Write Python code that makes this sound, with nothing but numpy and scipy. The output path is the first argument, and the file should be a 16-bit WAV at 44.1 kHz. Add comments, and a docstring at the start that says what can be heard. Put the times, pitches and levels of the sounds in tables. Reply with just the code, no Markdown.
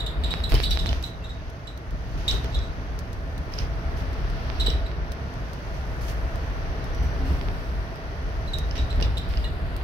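"""Inside a bus on a patched road

The body booms and thumps over bumps, tyres roar through the floor and air rushes past the glass: shaped noise
and short swings. A seat joint squeaks in brief wavering tones; trim clinks, ticks and rattles in the hard cabin.
The two ports of a hand-held recorder differ in colour, and the right one pops.
Levels and colours in the tables are those before the ports add their own colour."""
import sys
import numpy as np
from scipy import signal
from scipy.fft import rfft, irfft, next_fast_len
from scipy.io import wavfile
from scipy.ndimage import uniform_filter1d

SR = 44100
rng = np.random.default_rng(int(sys.argv[2]) if len(sys.argv) > 2 else 0)


def store_wav(level_fs):
    """Save 16-bit WAV to argv[1]."""
    pcm = np.round(np.clip(np.atleast_2d(level_fs), -1, 1) * 32767)
    wavfile.write(sys.argv[1], SR, pcm.T.astype(np.int16))


N = 433503   # length in samples
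SIZE = next_fast_len(N + SR)   # transform length, with room for tails
HZ = np.maximum(np.arange(SIZE // 2 + 1) * SR / SIZE, 1)   # frequency of every bin
SIDES = np.array([[1], [-1]])   # left, right

# colour of rushing air and of dull rattles: f/Hz, relative level/dB
RUSH_COLOUR = [(1600, 3), (2700, 8), (3500, 4), (4800, 2.5), (5200, -2), (5850, -1.5), (6500, -6),
               (7500, -21), (9000, -33)]


def from_db(db):
    """Gain of a level in dB."""
    return 10 ** (np.asarray(db) / 20)


def rms_one(x):
    """Scaled to rms 1."""
    return x / np.sqrt(np.mean(x ** 2) + 1e-20)


def in_time(rows):
    """Columns of a curve table, one value a sample."""
    s, *columns = np.transpose(rows)
    return [np.interp(np.arange(N) / SR, s, c) for c in columns]


def at_hz(points):
    """A table over frequency, read at every bin on a logarithmic pitch scale."""
    hz, value = np.transpose(points)
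    return np.interp(np.log(HZ), np.log(hz), value)


def add(track, s, sound):
    """Mixes a short sound in at a time."""
    i = max(round(s * SR), 0)
    track[..., i:i + sound.shape[-1]] += sound[..., :N - i]


def lead_turn():
    """Turns the phase of the left side ahead and of the right side back, by half the lead each."""
    # how far the left leads: f/Hz, phase/rad
    lead = [(30, 1), (50, 0.94), (70, 0.44), (100, 0.64), (300, 0.012), (700, 0.88)]
    return np.exp(.5j * at_hz(lead) * SIDES)


def left_leads(x):
    """A bass sound at both ports, the left one ahead in phase."""
    return irfft(rfft(x, SIZE) * lead_turn(), SIZE)[:, :N]


def noise(spectrum, hum=None):
    """Stereo noise of a colour, rms 1, alike in the bass, left ahead in phase; a panel may hum in it."""
    # left-right likeness: f/Hz, correlation (1 alike, 0 unrelated, below 0 opposed)
    likeness = [(30, 0.91), (60, 0.99), (290, 0.97), (640, 0.74), (1400, -0.34), (3000, 0.043)]
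    mid, side = rfft(rng.standard_normal((2, SIZE)))
    alike = np.clip(at_hz(likeness), -.99, .99)
    pair = np.sqrt(1 + alike) * mid + np.sqrt(1 - alike) * side * SIDES
    pair = pair * lead_turn()
    inside = (HZ > spectrum[0][0]) * (HZ < spectrum[-1][0])
    gain = from_db(at_hz(spectrum)) * inside
    if hum:
        hz, width_hz, db = hum   # db: the boost against the noise around
        gain = gain * (1 + from_db(db) / (1 + (2 * (HZ - hz) / width_hz) ** 2))
    return rms_one(irfft(pair * gain, SIZE)[:, :N])


def tone(rows, fuzz, fade_s):
    """A faint narrow tone that fades in and out and flutters."""
    hz, db = in_time(rows)
    t = np.arange(N) / SR
    on = np.clip(np.minimum(t - rows[0][0], rows[-1][0] - t) / fade_s, 0, 1)
    flutter = 1 + fuzz * rms_one(uniform_filter1d(rng.standard_normal(N), size=700))
    sine = np.sin(2 * np.pi * np.cumsum(hz) / SR)
    return np.sqrt(2) * from_db(db) * on * flutter * sine


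def strikes(rows, modes, contact_s):
    """Each blow rings the modes, with strengths and slight tunings drawn afresh."""
    out, t = np.zeros(N), np.arange(SR // 10) / SR
    chance = rng.standard_normal((len(rows), len(modes), 2))
    onset = 1 - np.exp(-t / contact_s)
    for (s, db, low_db), uneven in zip(rows, chance):
        for (hz, mode_db, t60), (strength, tuning) in zip(modes, uneven):
            start_db = db + mode_db + 2 * strength + low_db * (hz < 4000)
            level = from_db(start_db - 60 * t / t60)
            add(out, s, level * onset * np.sin(2 * np.pi * hz * (1 + 0.018 * tuning) * t))
    return out


def cabin(x, dry_db):
    """The dry sound, a little later on the right, and a dense tail on each side whose treble dies first."""
    t60_s, treble_t60_s, treble_hz, tail_db = 0.33, 0.23, 5500, 2
    t, white = np.arange(SR // 2) / SR, rng.standard_normal((2, SR // 2))
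    low = signal.sosfiltfilt(signal.butter(2, treble_hz, fs=SR, output="sos"), white)
    tail = low * from_db(-60 * t / t60_s) + (white - low) * from_db(-60 * t / treble_t60_s)
    tail = tail * np.minimum(t / 0.0028, 1)   # builds up over 2.8 ms
    tail *= from_db(tail_db) / np.sqrt(np.sum(tail ** 2, axis=1, keepdims=True))
    tail[0, 0] = tail[1, 22] = from_db(dry_db)   # right side 22 samples later
    return signal.fftconvolve(x[None], tail, axes=1)[:, :N]


def body_boom(boom_db):
    """Two low modes of the bus body, as two bands of noise whose level follows a curve."""
    # colours of the two modes: f/Hz, relative level/dB
    lower_mode = [(18, -44), (30, -7), (44, -8), (54, -3.5), (70, -35)]
    upper_mode = [(40, -48), (50, 3), (60, 0.5), (72, 5), (95, -12.5), (120, -58)]
    modes = noise(lower_mode) + from_db(-1.5) * noise(upper_mode)
    return from_db(boom_db) * rms_one(modes)


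def jolts():
    """Each bump swings the body for a few cycles; returns the thumps and their envelope."""
    # wheels over bumps: t/s, peak of the envelope/dB, f/Hz
    bumps = [(.31, -43, 63), (0.513, -10, 44.3), (.7, -37, 45.5), (0.88, -20, 64.5), (1.909, -24, 46.6),
             (2.141, -24.5, 39), (2.27, -26, 59.5), (2.321, -22, 43), (2.439, -27, 59.3), (2.55, -22.5, 58),
             (3.461, -29, 59), (3.59, -22, 51.5), (3.95, -42, 59.6), (4.56, -26, 64.4), (4.641, -20.5, 48),
             (4.731, -22.5, 59.6), (6.2, -31, 55), (6.841, -29, 51), (6.992, -20, 57.2), (7.089, -22, 51),
             (7.219, -26, 66.5), (7.289, -15.5, 67.6), (7.459, -20, 41.4), (8.658, -33, 58.3),
             (8.78, -20.5, 66.5), (8.86, -33, 42.6), (8.97, -18, 46.2), (9.04, -19.5, 58.3),
             (9.23, -24.5, 39.2)]
    rise_s = 0.024
    thumps, swell, t = np.zeros(N), np.zeros(N), np.arange(SR // 3) / SR
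    shape = t / rise_s * np.exp(1 - t / rise_s)
    for (s, db, hz), turn in zip(bumps, rng.random(len(bumps))):
        add(thumps, s, from_db(db) * shape * np.sin(2 * np.pi * (hz * t + turn)))
        add(swell, s, from_db(db) * shape)
    return thumps, swell


def tyre_noise(boom_db, roar_db, swell):
    """Rumble and roar through the floor: noise in which two panels hum, shaken up further by jolts."""
    # colours: f/Hz, relative level/dB
    rumble_colour = [(56, -45), (95, 3), (151, -2), (179, -4.5), (210, -10), (227, -11), (261, -9.5),
                     (320, -13.5), (420, -27), (700, -120)]
    roar_colour = [(190, -46), (320, -5.5), (441, -2.5), (523, -6.5), (592, -4), (648, -3.5), (824, -7),
                   (1220, -10), (1480, -7), (1610, -11.5), (1780, -9), (2700, -22.5), (3510, -30),
                   (5940, -120)]
    # the rumble takes part in 0.55 of the boom's swing in dB
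    rumble_gain = from_db(-37.5 + 0.55 * (boom_db - boom_db.mean()))
    rumble = np.hypot(rumble_gain, from_db(-16) * swell)
    roar = np.hypot(from_db(roar_db), from_db(-23) * swell)
    floor_hum, wall_hum = (257, 6.3, 0), (659, 20.4, 0)   # f/Hz, width/Hz, boost/dB
    return rumble * noise(rumble_colour, floor_hum) + roar * noise(roar_colour, wall_hum)


def air_rush(rush_db):
    """Air past the glass: a band of noise whose level follows a curve."""
    return from_db(rush_db) * noise(RUSH_COLOUR)


def groan():
    """A panel groans over a dip: one gliding, fluttering tone."""
    # t/s, f/Hz, level/dB
    glide = [(7.19, 285, -35), (7.232, 256.7, -36.5), (7.36, 290, -40)]
    return tone(glide, fuzz=0.22, fade_s=0.021)


def knocks():
    """Knocks through the floor ring a few low modes that die within hundredths of a second."""
    # t/s, strength/dB
    blows = [(0.541, -20), (0.598, -25), (2.446, -22), (4.682, -21), (8.781, -25.5), (9.02, -18)]
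    # f/Hz, relative level/dB, time to fall 60 dB/s
    modes = [(124, -3, 0.041), (170, -27, 0.033), (250, -11, .03), (356, -6, 0.025), (419, 0, 0.028),
             (620, -14, 0.013)]
    return strikes([(s, db, 0) for s, db in blows], modes, contact_s=0.00096)


def squeaks():
    """Each slip is a brief stick-slip tone in a rasp; it catches low, climbs, wavers and sags."""
    # t/s, strength before cabin and frame/dB, basic f/Hz, length/ms (held within 2 to 50)
    slips = [(0, -30, 3730, 10.4), (.0625, -26, 3820, 8.5), (.237, -26, 3820, 10.6), (.306, -27, 3790, 12),
             (.4365, -26.5, 3912, 8.1), (.633, -25, 3970, 11.5), (.634, -34, 4580, 25),
             (.653, -30, 3860, 8.8), (.7085, -25.5, 3900, 12.6), (.711, -37.5, 4550, 25),
             (.789, -28, 3860, 8.7), (.806, -38, 3880, 12), (.862, -28, 3800, 7.6),
             (1.0365, -29, 3940, 7.4), (1.2385, -41.5, 3775, 20), (1.292, -41.5, 3830, 15),
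             (1.671, -34.5, 3900, 7.8), (2.2795, -20.5, 3830, 11.5), (2.296, -31, 3950, 9.8),
             (2.314, -33, 3830, 12), (2.522, -46, 3940, 17), (2.544, -31.5, 3740, 11),
             (2.598, -48, 3990, 68), (4.5975, -25.5, 3880, 15.7), (4.6615, -22.5, 3974, 10),
             (4.695, -36, 4050, 4.4), (4.858, -42, 3960, 10.5), (4.895, -54, 4050, 12),
             (8.474, -42, 4070, 10), (8.533, -29, 3817, 10.3), (8.774, -38.5, 3810, 21),
             (8.902, -34.5, 3860, 9), (9.025, -30.5, 4010, 4.1), (9.1705, -30.5, 3800, 9.3),
             (9.441, -33, 3805, 7.3)]
    # multiple of the pitch, relative level/dB
    overtones = [(1, -0.5), (2, -13), (3, -18.5)]
    # colour of the rasp: f/Hz, relative level/dB
    rasp_colour = [(2400, -42), (3000, -6), (3450, -6), (3850, 4.5), (4080, -2), (4300, -21), (5000, -21),
                   (8000, -28.5), (16000, -30)]
    catch_share, climb_s = 0.14, 0.0012   # how far below its pitch a slip catches, how fast it climbs
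    sag_share_per_s, waver_share = 0.53, 0.015
    out, chance = np.zeros(N), rng.standard_normal((len(slips), 2, 2600))
    rasp = noise(rasp_colour)[0]
    for (s, db, hz, ms), (waver, grit) in zip(slips, chance):
        t = np.arange(round(np.clip(ms, 2, 50) * SR / 1000)) / SR
        wander = np.interp(1000 * t, np.arange(50), waver[:50])   # a new target each millisecond
        share = 1 - catch_share * np.exp(-t / climb_s) - sag_share_per_s * t + waver_share * wander
        phase = 2 * np.pi * np.cumsum(hz * share) / SR
        scrape_db = -5 + .3 * (db + 28)   # harder slips rasp more
        sound = from_db(scrape_db) * rms_one(rasp[round(s * SR):][:len(t)])
        for k, level_db in overtones:
            # higher overtones stutter faster and deeper
            stutter = rms_one(np.convolve(grit, np.hanning(160 // k), "valid"))[:len(t)]
            sound = sound + from_db(level_db) * np.sin(k * phase) * rms_one(1 + .75 * k * stutter)
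        fade = np.sin(np.pi * t / t[-1]).clip(0) ** .12
        add(out, s, from_db(db) * sound * fade)
    return out


def frame(x):
    """The modes of the seat frame, set ringing; each side hears them with phases of its own."""
    # f/Hz, relative level/dB, time to fall 60 dB/s
    modes = [(3521, -6, .22), (3632, -6, .2), (3745, -4, .22), (3812, -1, .3), (3865, -1, .3),
             (3946, -6, .22), (4012, -1, .25), (4107, -7, .2)]
    t = np.arange(SR // 3) / SR
    turns = rng.random((len(modes), 2, 1))
    ring = np.zeros((2, len(t)))
    for (hz, db, t60), turn in zip(modes, turns):
        ring += from_db(db - 60 * t / t60) * np.sin(2 * np.pi * (hz * t + turn))
    ring = ring * np.minimum(t / .003, 1)
    # energy of the ring beside the slip: -21 dB
    ring = from_db(-21) * ring / np.sqrt(np.sum(ring ** 2, axis=1, keepdims=True))
    return signal.fftconvolve(x[None], ring, axes=1)[:, :N]


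def clinks():
    """Metal clinks: blows that ring a cluster of high modes for a few milliseconds."""
    # t/s, strength before the cabin/dB, extra for modes below 4 kHz/dB
    blows = [(0.5501, -18, -2), (0.6436, -35, -10), (0.7088, -27, 0), (0.7981, -27, 9), (0.8904, -26, 12),
             (2.2902, -38, -14), (2.3111, -19, 1), (2.3426, -36, -11), (2.4582, -35, 10),
             (2.5451, -39, -14), (2.589, -31, -15), (3.537, -29, -15), (3.5865, -20.5, -3),
             (3.603, -44, -11), (4.7012, -24, 5), (6.085, -60, -9), (8.7101, -28, 2), (8.778, -31, 7),
             (9.0247, -18, 2), (9.3722, -26, 4)]
    # f/Hz, relative level/dB, time to fall 60 dB/s
    modes = [(3020, -11, .018), (3300, -13, .007), (3700, -13, .005), (4300, -12, .005), (4700, -8, .007),
             (5050, -4, .009), (5400, -6, .008), (5750, -9, .007), (6200, -14, .005)]
    return strikes(blows, modes, contact_s=0.0011)


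def ticks():
    """Dry plastic ticks: millisecond cracks of noise close to the recorder, with hardly any tail."""
    # t/s, strength before colouring/dB
    cracks = [(0.4933, -41), (0.5194, -34), (0.5413, -24.5), (0.7077, -29), (1.026, -37.5), (1.4995, -48),
              (1.7753, -44.5), (1.9076, -48), (2.4425, -41), (2.99, -37), (3.13, -41), (3.379, -41),
              (4.131, -46), (4.3001, -44), (5.1195, -37.5), (5.3378, -48), (5.5326, -40.5), (6.3574, -44),
              (6.8414, -43), (6.9476, -42), (7.958, -48), (8.585, -32), (8.755, -47), (8.959, -46),
              (9.0089, -40), (9.181, -34), (9.2893, -44), (9.7648, -36.5)]
    # colour: f/Hz, gain/dB
    colour = [(2000, -2), (4000, 8.5), (7000, 1), (11000, 3), (16000, 3)]
    out, t = np.zeros((2, SIZE)), np.arange(SR // 50) / SR
    decay = from_db(-60 * t / 0.016) + 0.15 * from_db(-60 * t / 0.19)
    for (s, db), crack in zip(cracks, rng.standard_normal((len(cracks), 2, len(t)))):
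        add(out[:, :N], s, from_db(db) * crack * decay)
    return irfft(rfft(out) * from_db(at_hz(colour)), SIZE)[:, :N]


def pops():
    """A quick push on the right membrane: one short suction pulse, on that side only."""
    # t/s, peak/dB
    pushes = [(.3395, -5.5), (.404, -17), (0.5215, -6), (.528, -13), (.535, -15), (0.6022, -6),
              (.7102, -25), (.7736, -6.5), (0.8605, -8), (.9301, -10), (2.4455, -18), (4.501, -12.5),
              (4.6722, -12), (4.7363, -19), (4.916, -22), (7.4131, -15), (7.486, -16.5), (8.756, -20),
              (8.929, -20), (9.0023, -15), (9.013, -14), (9.3388, -15.5), (9.8132, -22)]
    out, t = np.zeros((2, N)), np.arange(100) / SR
    pulse = -np.exp(-((t - .0003) / .00008) ** 2)
    pulse += 0.045 * np.exp(-t / 0.0035) * (t > .0004)   # faint swing back
    for s, db in pushes:
        add(out[1], s - .0003, from_db(db) * pulse)
    return out


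def thin_tones():
    """Thin narrow tones: a clink's ring, faint whistles, two partials of a slower squeak."""
    # one curve a tone: t/s, f/Hz, level/dB
    curves = [
        [(.549, 3010, -37), (.558, 3040, -35), (.58, 3100, -55)],
        [(.696, 5650, -50), (.716, 5657, -48), (.756, 5667, -62)],
        [(1.19, 2710, -54), (1.21, 2715, -59), (1.272, 2705, -57)],
        [(6.93, 5830, -61), (6.99, 5870, -64), (7.025, 5880, -58), (7.11, 5850, -62), (7.15, 5860, -67),
         (7.215, 5840, -68)],
        [(9.442, 2880, -36), (9.452, 2865, -43), (9.468, 2860, -55), (9.515, 2890, -57)],
        [(9.442, 1915, -50), (9.46, 1905, -48), (9.485, 1905, -56)],
    ]
    return sum(tone(rows, fuzz=0.49, fade_s=.005) for rows in curves)


def rattle(level, colour):
    """Many tiny contacts of loose trim blur into a grainy sizzle: noise with a new gain each millisecond."""
    grains = from_db(1.2 * np.minimum(rng.exponential(1, N // 44 + 1), 5))
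    return level * rms_one(noise(colour) * np.repeat(grains, 44)[:N])


def shivers():
    """Trim shivers after a jolt: a bright and a dull rattle, each setting in at once and fading."""
    # t/s, time to fall to 1/e/s, bright level/dB, dull level/dB
    bursts = [(.493, 0.063, -42, -39.5), (.548, 0.11, -45, -36), (0.627, 0.025, -43, -45),
              (0.703, 0.072, -46, -43), (1.032, 0.074, -52, -51), (2.176, 0.1, -59, -51),
              (2.278, 0.1, -46, -42), (3.52, 0.09, -56, -48.5), (3.58, 0.083, -57, -45),
              (3.968, .07, -54, -50), (4.6, 0.17, -54, -51), (5.74, 0.073, -60, -54),
              (6.01, 0.13, -49.5, -52), (6.081, 0.039, -50, -46), (7.026, 0.052, -55, -70),
              (7.255, 0.16, -54, -51.5), (8.754, 0.089, -58, -41.5), (9.023, 0.047, -52, -41),
              (9.295, 0.18, -56, -47.5)]
    # colour of the bright part: f/Hz, relative level/dB
    bright_colour = [(4120, -10), (7000, -4.5), (9000, -8.5), (11600, -4), (13600, -5), (15500, -6),
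                     (16300, -15)]
    level = np.zeros((2, N))
    for s, length, bright_db, dull_db in bursts:
        part = np.arange(0, 2 * length, 1 / SR) / length
        add(level, s, from_db([[bright_db], [dull_db]]) * np.exp(-part ** 3))
    bright, dull = level
    return rattle(bright, bright_colour) + rattle(dull, RUSH_COLOUR)


def sizzle():
    """Loose trim sizzles all along, now calm, now lively."""
    # t/s, level/dB
    liveliness = [(0, -61), (.15, -63), (.3, -57), (.93, -53.5), (1.08, -66), (1.75, -67), (2.0, -63.5),
                  (2.4, -57.5), (2.7, -64.5), (3.9, -61), (4.7, -59), (4.95, -65), (5.5, -61.5), (6.2, -58),
                  (6.7, -61), (7.6, -57), (7.95, -62.5), (8.6, -60), (9.83, -60.5)]
    # colour: f/Hz, relative level/dB
    colour = [(4120, -16), (7000, -8.5), (7650, -9.5), (11600, -7.5), (13600, -7), (15000, -10),
              (16100, -12), (16300, -13)]
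    return rattle(from_db(in_time(liveliness)[0]), colour)


def shade(right):
    """The treble of the right port sinks above a wandering edge."""
    # t/s, edge f/Hz
    edge_curve = [(.2, 5370), (.6, 5800), (1.0, 7100), (2.6, 7100), (4.9, 6100), (5.4, 7000), (6.6, 6750),
                  (7.4, 6200), (8.6, 6850), (9.2, 5800), (9.8, 5040)]
    drop_db, width_hz = -12.5, 210
    hz, s, frames = signal.stft(right, SR, nperseg=256)
    edge = np.interp(s, *np.transpose(edge_curve))
    gain = from_db(drop_db / (1 + np.exp((edge - hz[:, None]) / width_hz)))
    return signal.istft(frames * gain, SR, nperseg=256)[1][:N]


def scene():
    """Road and body noise under the small sounds of the cabin."""
    # how loud the road and air are over time: t/s, body boom/dB, tyre roar/dB, air rush/dB
    road_levels = [(0, -34, -39, -56), (.2, -28.5, -40, -53), (.33, -25.5, -38.5, -42),
                   (.6, -24.5, -41, -58), (.93, -27.5, -40, -43.5), (1.08, -33.5, -43.5, -57),
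                   (1.45, -37, -44.5, -54), (1.75, -38, -44.5, -58.5), (2.15, -30, -42.5, -52),
                   (2.35, -24.5, -38, -46.5), (2.65, -30, -41, -52), (3.2, -31.5, -42, -55),
                   (4.0, -28, -38.5, -50.5), (4.62, -27.5, -38, -46), (4.95, -30.5, -39.5, -52.5),
                   (5.6, -32.5, -40.5, -51.5), (6.2, -28.5, -38, -51), (7.3, -26, -38, -48.5),
                   (7.9, -31, -40, -52), (8.5, -28.5, -39.5, -51), (8.9, -26, -38.5, -50),
                   (9.3, -27, -40.5, -49.5), (9.5, -26, -40.5, -52), (9.83, -30, -39.5, -49)]
    boom_db, roar_db, rush_db = in_time(road_levels)
    thumps, swell = jolts()
    body = body_boom(boom_db) + left_leads(thumps) + groan()
    road = tyre_noise(boom_db, roar_db, swell) + knocks()
    air = air_rush(rush_db)
    slips = squeaks()
    seats = from_db(-3.0) * cabin(slips, dry_db=2.0) + frame(slips)
    trim = from_db(-2.0) * cabin(clinks(), dry_db=11.0)
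    trim = trim + ticks() + shivers() + sizzle()
    return body + road + air + seats + trim + thin_tones() + pops()


def record(dry):
    """Each port has its own causal colour; the right treble is shaded and the top is cut."""
    # colour of the ports: f/Hz, left minus right/dB
    ports = [(60, 1), (83, -2), (160, -3), (300, 0.5), (420, 1.5), (580, -2), (810, -1.5), (1120, 6),
             (1540, 2.5), (2140, -1), (2960, -1.5), (4090, -4.5), (5660, -14.5), (7000, -8.5), (8000, -3.5),
             (10800, -3), (15000, -8.5)]
    log_gain = np.log(from_db(at_hz(ports) * .5 * SIDES))
    cepstrum = irfft(log_gain, SIZE)
    cepstrum[:, 1:SIZE // 2] *= 2          # folding the cepstrum gives minimum phase
    cepstrum[:, SIZE // 2 + 1:] = 0
    wet = irfft(rfft(dry, SIZE) * np.exp(rfft(cepstrum)), SIZE)[:, :N]
    wet = np.stack([wet[0], shade(wet[1])])
    top_cut = signal.cheby2(24, 70, 16100, fs=SR, output="sos")   # 70 dB down from 16.1 kHz
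    return signal.sosfilt(top_cut, wet)


dry = scene()
out = record(dry)
store_wav(out)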